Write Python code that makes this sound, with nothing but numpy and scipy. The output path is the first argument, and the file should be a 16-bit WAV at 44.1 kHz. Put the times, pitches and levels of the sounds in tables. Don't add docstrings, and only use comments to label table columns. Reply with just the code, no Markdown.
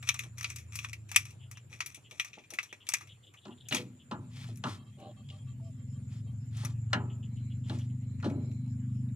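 import sys
import numpy as np
from scipy import signal
from scipy.fft import rfft, irfft, next_fast_len
from scipy.io import wavfile
from scipy.ndimage import uniform_filter1d, map_coordinates

SR = 44100
rng = np.random.default_rng(int(sys.argv[2]) if len(sys.argv) > 2 else 0)


def output_pcm(signal):
    pcm = np.clip(np.atleast_2d(signal).T, -1, 1) * 32767
    wavfile.write(sys.argv[1], SR, np.round(pcm).astype(np.int16))


def invert_db(x):
    u = np.asarray(x, float) / 20
    return 10 ** u


N = 403515

# (frequency [Hz], width [Hz], level [dB])
LINK_MODES = [(1170, 120, -9), (2410, 150, 3), (2760, 90, -6), (3330, 49, -5.5), (4020, 54, -10),
              (5400, 120, -8), (6030, 200, -4), (6626, 44, -6.5), (7800, 200, -13), (9240, 48, -11.5),
              (10870, 40, -9), (12150, 28, -13.5), (12860, 29, -15), (13400, 51, -19.5)]
# (frequency [Hz], width [Hz], level [dB])
AXLE_MODES = [(114.4, 28.7, 2), (245, 41, 6.5), (366, 64, -3), (587, 57, 2), (856, 27, -3.5), (989, 38, -2),
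              (1161, 54, -7.5), (1300, 80, -3), (1475, 110, -8.5), (1664, 74, -4.5), (2053, 16, -15.5),
              (2810, 52, -3.5), (3070, 13, -10.5), (3965, 53, -7), (4430, 140, -18), (5890, 49, -17.5),
              (8500, 430, -26)]
# (time [s], level [dB], throttle bark over the thump [dB])
BIKE_LEVELS = [(0, -46, -22.5), (.8, -45, -44), (1.45, -49, -25.5), (1.75, -55.5, -29.5), (2.1, -67, -20),
               (2.75, -74.5, -20), (3.12, -57.5, -21), (3.32, -67.5, -28), (3.85, -49, -7), (4.02, -63, -3),
               (4.2, -49, -7.5), (4.72, -43.5, -8.5), (4.92, -57, -4), (5.3, -46.5, -12.5),
               (6.0, -38.5, -14), (6.8, -35.5, -18.5), (7.2, -37, -12.5), (9.15, -36, -6.5)]


def unit(x):
    return x / np.sqrt(np.mean(x ** 2) + 1e-20)


def along(points, hz):
    f, v = np.transpose(points)
    return np.interp(np.log(hz + 1), np.log(f + 1), v)


def curves(rows):
    s, *cols = np.transpose(rows)
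    return [np.interp(np.arange(N) / SR, s, c) for c in cols]


def strokes(rows, sharp):
    t, gain = np.arange(N) / SR, np.zeros(N)
    for start, top, end, db in rows:
        phase = np.interp(t, [start, top, end], [0, np.pi / 2, np.pi])
        gain += invert_db(db) * np.sin(phase) ** sharp * (t < end)
    return gain


def wobble(rate_hz):
    at = np.arange(0, N + 32, 32)
    knots = rng.standard_normal(int(N * rate_hz / SR) + 4)
    return np.interp(np.arange(N), at, map_coordinates(knots, [at * rate_hz / SR]))


def filtered(x, response):
    m = next_fast_len(N + SR // 2)
    return irfft(rfft(x, m) * response(np.fft.rfftfreq(m, 1 / SR)), m)[..., :N]


def peak(f, hz, width_hz):
    return 1j * f * width_hz / (hz * hz - f * f + 1j * f * width_hz)


def body(modes, broad_db, lo_hz=0, hi_hz=102400.0, gain_db=0):
    def response(bins):
        f = bins[::8]
        edges = 1 / np.sqrt((1 + (lo_hz / (f + 1)) ** 6) * (1 + (f / hi_hz) ** 6))
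        skirt = invert_db(broad_db + along([(hz, db) for hz, _, db in modes], f))
        ringing = sum((-1) ** k * invert_db(db) * peak(f, hz, w) for k, (hz, w, db) in enumerate(modes))
        h = edges * (skirt + ringing)
        return np.interp(bins, f, invert_db(gain_db) * h / np.sqrt(np.mean(np.abs(h) ** 2)))
    return response


def gritty(per_s, spread_db):
    hits = rng.random(N) < per_s / SR
    return unit(hits * rng.standard_normal(N) * invert_db(spread_db * rng.exponential(1, N)))


def blows(events, bands, snap, tail_db, tail_stretch, spot=.5, strike=0, cancel=0):
    t, out = np.arange(SR // 3) / SR, np.zeros(N)
    for k, (response, t60_factor, rise_s) in enumerate(bands):
        push = np.zeros(N + SR)
        grain = rng.standard_normal(N + SR) * np.resize(invert_db(2.24 * wobble(400)), N + SR)
        impulse = strike * np.exp(-rise_s / 0.0026)
        for s, db, *more in events:
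            level = invert_db(db + ([0] + more[:-1])[k])
            t60_s = more[len(bands) - 1] * t60_factor
            at, hit = round(s * SR), round((s + rise_s) * SR)
            fade = invert_db(-60 * t / t60_s) + snap * invert_db(-60 * t / 0.0051)
            fade += invert_db(tail_db - 60 * t / (t60_s * tail_stretch))
            burst = grain[at:][:len(t)]
            if k == 0 and len(more) > len(bands):
                burst = unit(signal.lfilter(*signal.iirpeak(more[-1], 1 / spot, SR), burst))
            lag = 3 + int(abs(burst[0]) * 40) % 17
            burst = burst + cancel * np.roll(burst, lag)
            push[at:][:len(t)] += level * fade * (1 - np.exp(-t / rise_s)) * burst
            push[hit] += level * impulse
            push[hit + lag] += level * cancel * impulse
        out += filtered(push[:N], response)
    return out


def linkage():
    # (time [s], peak [dB], clang [dB], sizzle [dB])
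    lifts = [(0.0265, -39, -6, -3.5), (0.0719, -33, -11, -11.5), (.382, -36.5, -12, -0.5),
             (0.4095, -30.5, -13, -7), (0.4289, -33, -15, -3), (0.7548, -39, -1.5, 11), (1.09, -46, -11, 0),
             (1.1151, -32, -5, -1), (1.1447, -31, -11, -18.5), (1.513, -44, -4.5, 2),
             (1.728, -40, -23.5, -14), (2.1106, -40.5, -13, -8), (2.504, -43.5, -2, 6),
             (2.537, -37, -17, 2), (2.868, -39, -33, -8.5), (2.8892, -33.5, 0, 12),
             (2.9198, -29, -21, -12.5)]
    # (time [s], peak [dB], sizzle [dB])
    stops = [
        (0.0893, -13, -9),
        (0.4438, -18.5, -19.5),
        (0.7888, -29.5, -6.5),
        (1.1612, -9.5, 1),
        (1.572, -38.5, -14),
        (1.805, -17, -14),
        (2.1976, -17.5, -9.5),
        (2.587, -19, -32),
        (2.9372, -13.5, -5),
    ]
    # (time [s], peak [dB], clang [dB], sizzle [dB])
    rattles = [(.142, -33, -3, -1.5), (.192, -25, -26, -2), (0.236, -46, -3, 0), (0.5012, -38.5, -10, 2),
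               (0.5594, -36, -17, 2.5), (.585, -45.5, -19, 3.5), (0.846, -25, -9, -20),
               (.931, -33, -20, -4), (1.2532, -44.5, -3.5, -0.5), (1.305, -52, -10, 2.5),
               (1.861, -36, -11, 5.5), (1.9452, -40, -35, 2), (2.2465, -41, -4, 0),
               (2.277, -49.5, -17, -15), (2.3314, -41, -30, -28), (2.352, -55, -20, -24),
               (2.3845, -46, -31, -35), (2.437, -57, -14, -30), (2.6296, -39.5, -8, 0),
               (2.7271, -34, -27, -14), (3.009, -44.5, 2, -1), (3.072, -52.5, -15, -5),
               (3.338, -49, -1.5, -8)]
    # (time [s], peak [dB], clang [dB], sizzle [dB])
    jangles = [(3.686, -43.5, -19, 11.5), (3.7242, -23.5, -4, -8), (3.747, -29, 1, 9),
               (3.7667, -27.5, -21, -10.5), (4.558, -56.5, -25, 7.5), (5, -58, -15, 1),
               (6.5699, -57.5, -11, 11), (6.6487, -39, -1.5, 8), (7.7875, -47.5, -16.5, -1),
               (8.2003, -55, 6, -8), (8.2995, -46, -8, -12), (7.755, -56, -20, -6), (4.573, -59.5, -12, 9),
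               (8.5146, -56, -24, -5.5)]
    loose_t60_s, halves_db, longest_s = 0.053, 10.5, 0.093
    stop_clang_db, stop_t60_s, jangle_t60_s = -11.5, 0.044, 0.064
    contacts = [(*row, jangle_t60_s) for row in jangles]
    for row in lifts + rattles:
        contacts.append((*row, min(longest_s, loose_t60_s * 2 ** (-(row[1] + 32) / halves_db))))
    for s, db, sizzle_db in stops:
        contacts.append((s, db, stop_clang_db, sizzle_db, stop_t60_s))
    skirt_db = -7
    bands = [(body(LINK_MODES, skirt_db, 1800, 4300), 1.01, .001),
             (body(LINK_MODES, skirt_db, 900, 1800), 1.1, .001),
             (body(LINK_MODES, skirt_db, 4500), .8, .0006)]
    return invert_db(-9) * blows(contacts, bands, snap=3.2, tail_db=-22.5, tail_stretch=5, strike=9, cancel=.35)


def plunger():
    # (start [s], end [s], level [dB])
    slides = [
        (0.013, 0.291, -51),
        (0.362, 0.58, -52.5),
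        (0.712, 0.97, -54),
        (1.079, 1.316, -53),
        (1.695, 1.999, -57),
        (2.087, 2.303, -56),
        (2.49, 2.73, -66.5),
        (2.857, 3.028, -53.5),
    ]
    top = 0.35
    swells = [(start, start + top * (end - start), end, db) for start, end, db in slides]
    grains = gritty(1500, spread_db=3) * invert_db(5 * wobble(45))
    return strokes(swells, sharp=0.79) * unit(filtered(grains, body(LINK_MODES, -11, 1000, 12000)))


def base_rocking():
    # (time [s], peak [dB], t60 [s])
    rocks = [
        (0.251, -51, 0.093),
        (1.709, -52.5, 0.18),
        (1.974, -43, 0.026),
        (2.117, -45, 0.057),
        (2.374, -43, 0.079),
        (2.52, -45, 0.1),
        (2.726, -39, 0.025),
    ]
    bands = [(body(AXLE_MODES, -4, 210, 940), 1.01, .0031)]
    return invert_db(-6.5) * blows(rocks, bands, snap=1.0, tail_db=-14.5, tail_stretch=3.5)


def release_key():
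    # (time [s], peak [dB])
    ticks = [
        (5.288, -44.5),
        (5.3005, -40.5),
    ]
    bands = [(lambda f: 3 * peak(f, 3100, 1100) ** 2, 1.01, .0007)]
    return blows([(*row, .03) for row in ticks], bands, snap=1.29, tail_db=-24.0, tail_stretch=3.4)


def axle_knocks():
    # (time [s], peak [dB], thud [dB], crack [dB], t60 [s])
    hits = [(3.453, -43.5, -1, -4, 0.22), (3.481, -45.5, 2, -9, 0.091), (3.511, -59.5, 3, -6, 0.1),
            (3.710, -40.5, 7.5, 5, 0.33), (3.789, -46, 6.5, -7, 0.087), (4.112, -31, -4, -10, 0.25),
            (4.486, -53, 10, -22, 0.12), (4.639, -24.5, -8, -12, 0.22), (4.44, -52, -6, -15, 0.095),
            (6.632, -40, -6, -16, 0.21), (6.902, -57, -9, -12, .3), (6.931, -11.5, -26.5, -10, 0.13),
            (6.947, -32, -2, -17, 0.34), (7.697, -38, 4.5, -3.5, 0.22), (8.226, -33, -14, -14, 0.19),
            (8.243, -35, 8, -6, .42)]
    ring_hz, octave_db = 836, 20.5
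    events = [(*row, ring_hz * 2 ** (-row[2] / octave_db)) for row in hits]
    skirt_db = -9
    bands = [(body(AXLE_MODES, skirt_db, 500, 1900), 1.01, .0003),
             (body(AXLE_MODES, skirt_db, 180, 302, gain_db=17.5), 1.3, .009),
             (body(AXLE_MODES, skirt_db, 2000, 6000, gain_db=15), .3, .0005)]
    return invert_db(-19.0) * blows(events, bands, snap=2.1, tail_db=-27.5, tail_stretch=3.15, spot=0.48, strike=10.6)


def clear_rings():
    # (time [s], frequency [Hz], peak [dB], t60 [s])
    ringing = [(2.332, 2420, -46, .05), (2.352, 2400, -54, .05), (2.385, 2450, -48, .05),
               (2.439, 2400, -54, .06), (3.456, 378, -49.5, 0.26), (3.687, 6600, -44, .1),
               (3.722, 2850, -26, .09), (3.724, 609, -38, .15), (3.775, 490, -42, .25),
               (3.012, 1170, -56, .1), (3.747, 898, -33, .05), (3.767, 3290, -30, .05),
               (4.113, 1000, -40, .12), (4.113, 840, -46, .25), (4.113, 1430, -46, .1),
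               (4.49, 620, -52, .05), (4.639, 1000, -40, .12), (4.639, 1430, -44, .1),
               (4.639, 3900, -46, .03), (4.65, 320, -44, .3), (5.301, 2847, -54, .1),
               (5.598, 900, -54, .03), (6.932, 600, -39.5, .2), (6.932, 2850, -42, .1),
               (6.932, 1650, -39, .08), (6.935, 1310, -40, .15), (6.947, 1425, -39.5, 0.21),
               (6.96, 400, -44, .5), (6.97, 1290, -56, .7), (7.7, 245, -38, .25), (7.7, 1676, -49, .06),
               (7.7, 2850, -58, .08), (8.228, 1340, -48, .15), (8.242, 2830, -52, .12),
               (8.25, 245, -29, .3), (8.3, 280, -40, .3), (8.26, 520, -50, .5), (8.298, 2230, -55, .1),
               (8.298, 3950, -56, .06), (8.45, 3900, -64, .03), (8.513, 3900, -60, .03),
               (9.088, 3750, -62, .02)]
    t, out = np.arange(SR // 2) / SR, np.zeros(N + SR)
    for s, hz, db, t60_s in ringing:
        swell = 1 - np.exp(-t * hz / 1.1)
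        out[round(s * SR):][:len(t)] += invert_db(db - 60 * t / t60_s) * swell * np.sin(2 * np.pi * hz * t)
    return out[:N]


def scrape():
    # (start [s], loudest [s], end [s], level [dB])
    drags = [
        (3.705, 3.755, 3.8, -41),
        (4.27, 4.42, 4.57, -57.5),
        (4.62, 4.69, 4.8, -52),
        (6.5, 6.62, 6.76, -54.5),
        (7.62, 7.74, 7.9, -60),
        (8.22, 8.26, 8.33, -63),
        (5.3, 5.33, 5.42, -68),
        (6.08, 6.14, 6.23, -63.5),
    ]
    # (frequency [Hz], density [dB per Hz])
    grit = [(410, -58), (700, -8.5), (1200, -6.5), (1450, -4.5), (2160, -6), (3350, -4.5), (8870, -15.5),
            (15000, -34)]
    grains = gritty(6000, spread_db=-2.0) * invert_db(1.7 * wobble(50))
    return strokes(drags, sharp=1.67) * unit(filtered(grains, lambda f: invert_db(along(grit, f))))


def crunch():
    # (start [s], loudest [s], end [s], level [dB])
    crunches = [
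        (3.705, 3.745, 3.84, -44),
        (4.3, 4.4, 4.5, -57),
        (4.64, 4.69, 4.78, -54),
        (6.5, 6.56, 6.7, -62),
        (7.66, 7.7, 7.76, -64),
    ]
    grains = gritty(4000, spread_db=1.5) * invert_db(2.5 * wobble(90))
    return strokes(crunches, sharp=1.2) * unit(filtered(grains, lambda f: peak(f, 2700, 3200) ** 2))


def saddle_creak():
    # (start [s], loudest [s], end [s], level [dB])
    creaks = [
        (4.97, 5.03, 5.14, -51),
        (5.15, 5.19, 5.24, -69),
        (5.29, 5.33, 5.4, -66),
    ]
    # (frequency [Hz], width [Hz], level [dB])
    saddle = [(295, 35, 7), (600, 37, 10), (786, 30, 6), (1110, 45, -4), (1614, 33, -10), (2890, 130, -8),
              (4020, 420, -15.5)]
    slip_count = np.floor(np.cumsum(95 * (1 + 0.2 * wobble(60))) / SR)
    slips = np.diff(slip_count, prepend=0) * invert_db(2.5 * wobble(90))
    rub = slips + .06 * rng.standard_normal(N)
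    return strokes(creaks, sharp=.8) * unit(filtered(rub, body(saddle, -30, 220, 4500)))


def seal_squeak():
    # (start [s], loudest [s], end [s], level [dB])
    squeaks = [
        (5.608, 5.65, 5.708, -58),
    ]
    tone = np.sin(2 * np.pi * np.cumsum(660 + 8 * wobble(45)) / SR)
    return strokes(squeaks, sharp=0.34) * invert_db(2.5 * wobble(70)) * tone


def ports(x):
    # (frequency [Hz], lead [rad])
    lead = [(20, 0.4), (300, -0.42), (700, -0.06), (1400, -1.57), (2700, -1), (5000, -1.54), (9000, -1.1),
            (15000, -2)]
    # (frequency [Hz], level [dB])
    tilt = [(60, 2), (300, 1.2), (900, -0.8), (2400, 2), (5000, 6.5), (15000, 7.5)]

    def both(f):
        half = invert_db(along(tilt, f) / 2) * np.exp(.5j * along(lead, f))
        return np.array([half, 1 / half])
    return filtered(x, both)


def underbody(x):
    t = np.arange(SR // 8) / SR
    tail = rng.standard_normal((2, len(t))) * invert_db(-60 * t / 0.075)
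    tail = signal.sosfilt(signal.butter(2, 600, "high", fs=SR, output="sos"), tail)
    return signal.fftconvolve(x[None], tail / np.linalg.norm(tail[0]), axes=1)[:, :N]


def motorbike():
    # (time [s], firing rate [Hz])
    firing = [(0, 30.6), (1.05, 26.5), (2.1, 21.9), (2.8, 19.5), (3.15, 21.8), (4.9, 20.1), (5.6, 20.7),
              (5.95, 22), (6.65, 22.6), (7.0, 23.7), (7.7, 24.4), (8.05, 24.7), (9.15, 24.8)]
    # (time [s], phase wander [rad])
    hidden = [(0, 0.33), (1.7, 0.67), (2.2, 1.3), (5.2, 1.28), (5.8, 0.58), (9.15, .2)]
    # (frequency [Hz], level [dB])
    pipe = [(45, -33.5), (75, -21.5), (98, 0.5), (122, 4.5), (148, -9), (175, -16.5), (200, -1),
            (230, -0.5), (250, 1.5), (280, -17), (330, -26.5)]
    brightens, even_db = 0.81, -15.5
    rate_hz, wander = curves(firing)[0], curves(hidden)[0]
    thump_db, bark_db = curves(BIKE_LEVELS)
    turns = np.cumsum(rate_hz) / SR + .3 + 0.008 * wobble(17)
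    out = np.zeros(N)
    for k in range(3, 13):
        hz = k * rate_hz
        barks = 1 / (1 + (185 / hz) ** 20)
        db = along(pipe, hz) - 3 + thump_db + barks * bark_db
        db += (1 - barks) * brightens * (bark_db - even_db) * np.log2(hz / 110)
        db += 1.1 * wobble(4) + 2.5 * wander * wobble(15)
        out += invert_db(db) * np.sin(2 * np.pi * k * turns + 0.203 * k * k + wander * wobble(14))
    return out


def near_frogs():
    # (time [s], peak [dB], throat [Hz], length [s])
    calls = [(1.397, -55, 3050, .075), (1.547, -53.5, 2960, 0.051), (2.04, -53, 2970, 0.047),
             (2.688, -51.5, 3080, .04), (2.801, -50.5, 3050, .045), (3.086, -49, 3250, 0.055),
             (3.23, -53.5, 3250, 0.028), (3.264, -51, 3250, 0.03), (3.368, -52, 3150, 0.03),
             (3.413, -58, 3550, .02), (3.431, -52, 3400, .04), (3.504, -52.5, 3050, 0.037),
             (3.572, -59, 3500, 0.027), (3.603, -50.5, 3450, 0.027), (3.65, -53, 3200, .036),
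             (3.99, -55, 3140, 0.044), (7.094, -53.5, 3000, .042), (7.226, -54.5, 3030, 0.04),
             (7.361, -55.5, 3030, .042), (7.499, -55.5, 3060, .042), (7.635, -55.5, 3150, .042),
             (7.79, -53, 3100, .042), (7.893, -62, 3000, 0.028)]
    clicks_per_s, throat_q, echo_db, echo_t60_s = 330, 3.6, -11, .16
    t, out = np.arange(SR // 6) / SR, np.zeros(N + SR)
    click_count = np.floor(np.cumsum(clicks_per_s * (1 + .25 * wobble(150))) / SR)
    clicks = np.diff(click_count, prepend=0) * invert_db(2.8 * rng.standard_normal(N))
    clicks = np.resize(unit(clicks) + .35 * rng.standard_normal(N), N + SR)
    blur = rng.standard_normal(N + SR)
    for s, db, hz, length_s in calls:
        at = round(s * SR)
        throat = signal.butter(2, [hz * (1 - .5 / throat_q), hz * (1 + .5 / throat_q)], "band", fs=SR)
        swell = np.sin(np.pi * np.clip(t / length_s, 0, 1) ** .7) ** .6 * (t < length_s)
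        call = swell * clicks[at:][:len(t)]
        call += invert_db(echo_db - 60 * np.abs(t - length_s) / echo_t60_s) * blur[at:][:len(t)]
        call = signal.lfilter(*throat, signal.lfilter(*throat, call))
        out[at:][:len(t)] += invert_db(db - 5) * call * np.sqrt(throat_q * SR / hz / 4)
    return out[:N] * invert_db([[1.5], [-1.5]])


def far_frogs():
    # (start [s], loudest [s], end [s], level [dB])
    croaks = [
        (4.76, 4.8, 4.845, -65),
        (4.855, 4.885, 4.91, -66),
        (5.01, 5.045, 5.08, -66),
        (5.162, 5.185, 5.225, -65),
        (5.315, 5.335, 5.375, -63),
        (5.465, 5.49, 5.535, -66),
        (5.635, 5.655, 5.71, -75),
        (5.775, 5.795, 5.84, -73),
        (5.925, 5.95, 5.99, -73),
        (6.26, 6.285, 6.33, -71),
    ]
    # (frequency [Hz], width [Hz], level [dB])
    sac = [(1155, 70, 1), (2110, 80, -14), (2670, 90, -7), (3170, 130, -1), (3890, 80, -6), (4360, 50, -9)]
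    # (start [s], loudest [s], end [s], level [dB])
    answers = [
        (4.915, 4.945, 4.975, -71),
        (5.075, 5.1, 5.125, -69),
        (5.23, 5.26, 5.29, -70),
        (5.38, 5.4, 5.44, -69),
    ]
    pair = rng.standard_normal((2, N)) * 0.67 + rng.standard_normal(N)
    croak = unit(filtered(pair, lambda f: sum(invert_db(db) * peak(f, hz, w) ** 2 for hz, w, db in sac)))
    answer = unit(filtered(pair[:, ::-1], lambda f: peak(f, 3250, 230) ** 2))
    return strokes(croaks, sharp=.7) * croak + strokes(answers, sharp=.7) * answer


def rush(spectrum, patchy_db):
    # (frequency [Hz], left-right likeness [-1..1])
    likeness = [(60, 1), (240, 0.71), (950, 0.1), (3770, 0.11), (15000, 0.1)]
    z = signal.stft(rng.standard_normal((2, N)), nperseg=512)[2]
    field = uniform_filter1d(uniform_filter1d(rng.standard_normal(z.shape[1:]), 5, 0), 8, 1)
    pair = signal.istft(z * invert_db(patchy_db * unit(field)), nperseg=512)[1][:, :N]

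    def mid_side(f):
        turn = np.arccos(np.clip(along(likeness, f), -1, 1)) / 2
        return spectrum(f) * [np.cos(turn), np.sin(turn)]
    mid, side = filtered(pair, mid_side)
    return unit(np.array([mid + side, mid - side]))


def cicadas():
    # (time [s], level [dB])
    chorus = [(0, -66), (2, -75.5), (3.4, -72.5), (5, -72), (7, -68.5), (9.15, -72.5)]
    beat = np.cos(2 * np.pi * np.cumsum(9.6 + .5 * wobble(1.8)) / SR)
    band = rush(lambda f: 1 / (1 + ((f - 7230) / 270) ** 4), patchy_db=2.5)
    return invert_db(curves(chorus)[0] + 3 * beat) * band


def far_insects():
    # (start [s], loudest [s], end [s], level [dB])
    drones = [
        (7.3, 7.42, 7.6, -76),
        (8.0, 8.45, 8.75, -76),
    ]

    def far(hz, width_hz):
        return unit(filtered(rng.standard_normal((2, N)), lambda f: peak(f, hz, width_hz) ** 2))
    s = np.arange(N) / SR
    bouts = (s > 8.3) | (abs(s - 6.05) < .5)
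    chirps = invert_db(-94 + 17 * np.cos(2 * np.pi * 3.94 * (s - 5.67))) * bouts
    return chirps * far(5260, 700) + strokes(drones, sharp=0.37) * (far(4060, 300) + far(2250, 250))


def road_rumble():
    # (frequency [Hz], density [dB per Hz])
    low = [(15, -46.5), (30, -20.5), (60, -17.5), (100, 4), (150, -6.5), (250, -16.5), (400, -29),
           (700, -42), (1300, -74.5)]
    road_db, follows = -55.5, 0.49
    db = road_db + follows * (curves(BIKE_LEVELS)[0] + 46) + 1.1 * wobble(3)
    return invert_db(db) * rush(lambda f: invert_db(along(low, f)), patchy_db=1.5)


def open_air():
    # (frequency [Hz], density [dB per Hz])
    hiss = [(180, -33), (300, -14.5), (326, -17), (494, -20.5), (915, -28), (2520, -28), (5200, -38.5),
            (7200, -36.5), (8090, -37), (8940, -30), (10600, -42), (14700, -43.5), (16000, -63.5)]
    # (time [s], level [dB])
    hiss_levels = [(0.0, -69), (9.15, -69)]
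    return invert_db(curves(hiss_levels)[0] - 0.5) * rush(lambda f: invert_db(along(hiss, f)), patchy_db=3.5)


def scene():
    pumping = linkage() + plunger() + base_rocking() + release_key()
    sliding = axle_knocks() + clear_rings() + scrape() + crunch() + saddle_creak() + seal_squeak()
    jack = pumping + sliding
    near = ports(jack) + invert_db(-8) * underbody(jack)
    road = motorbike() * invert_db([[.3], [-.3]]) + road_rumble()
    animals = near_frogs() + far_frogs() + cicadas() + far_insects()
    return near + road + animals + open_air()


def band_limit(x):
    return signal.sosfilt(signal.butter(12, 16470, fs=SR, output="sos"), x)


def record(dry):
    mix = filtered(dry, lambda f: 1 / np.sqrt(1 + (f / 15200) ** 40))
    return band_limit(mix)


dry = scene()
out = record(dry)
output_pcm(out)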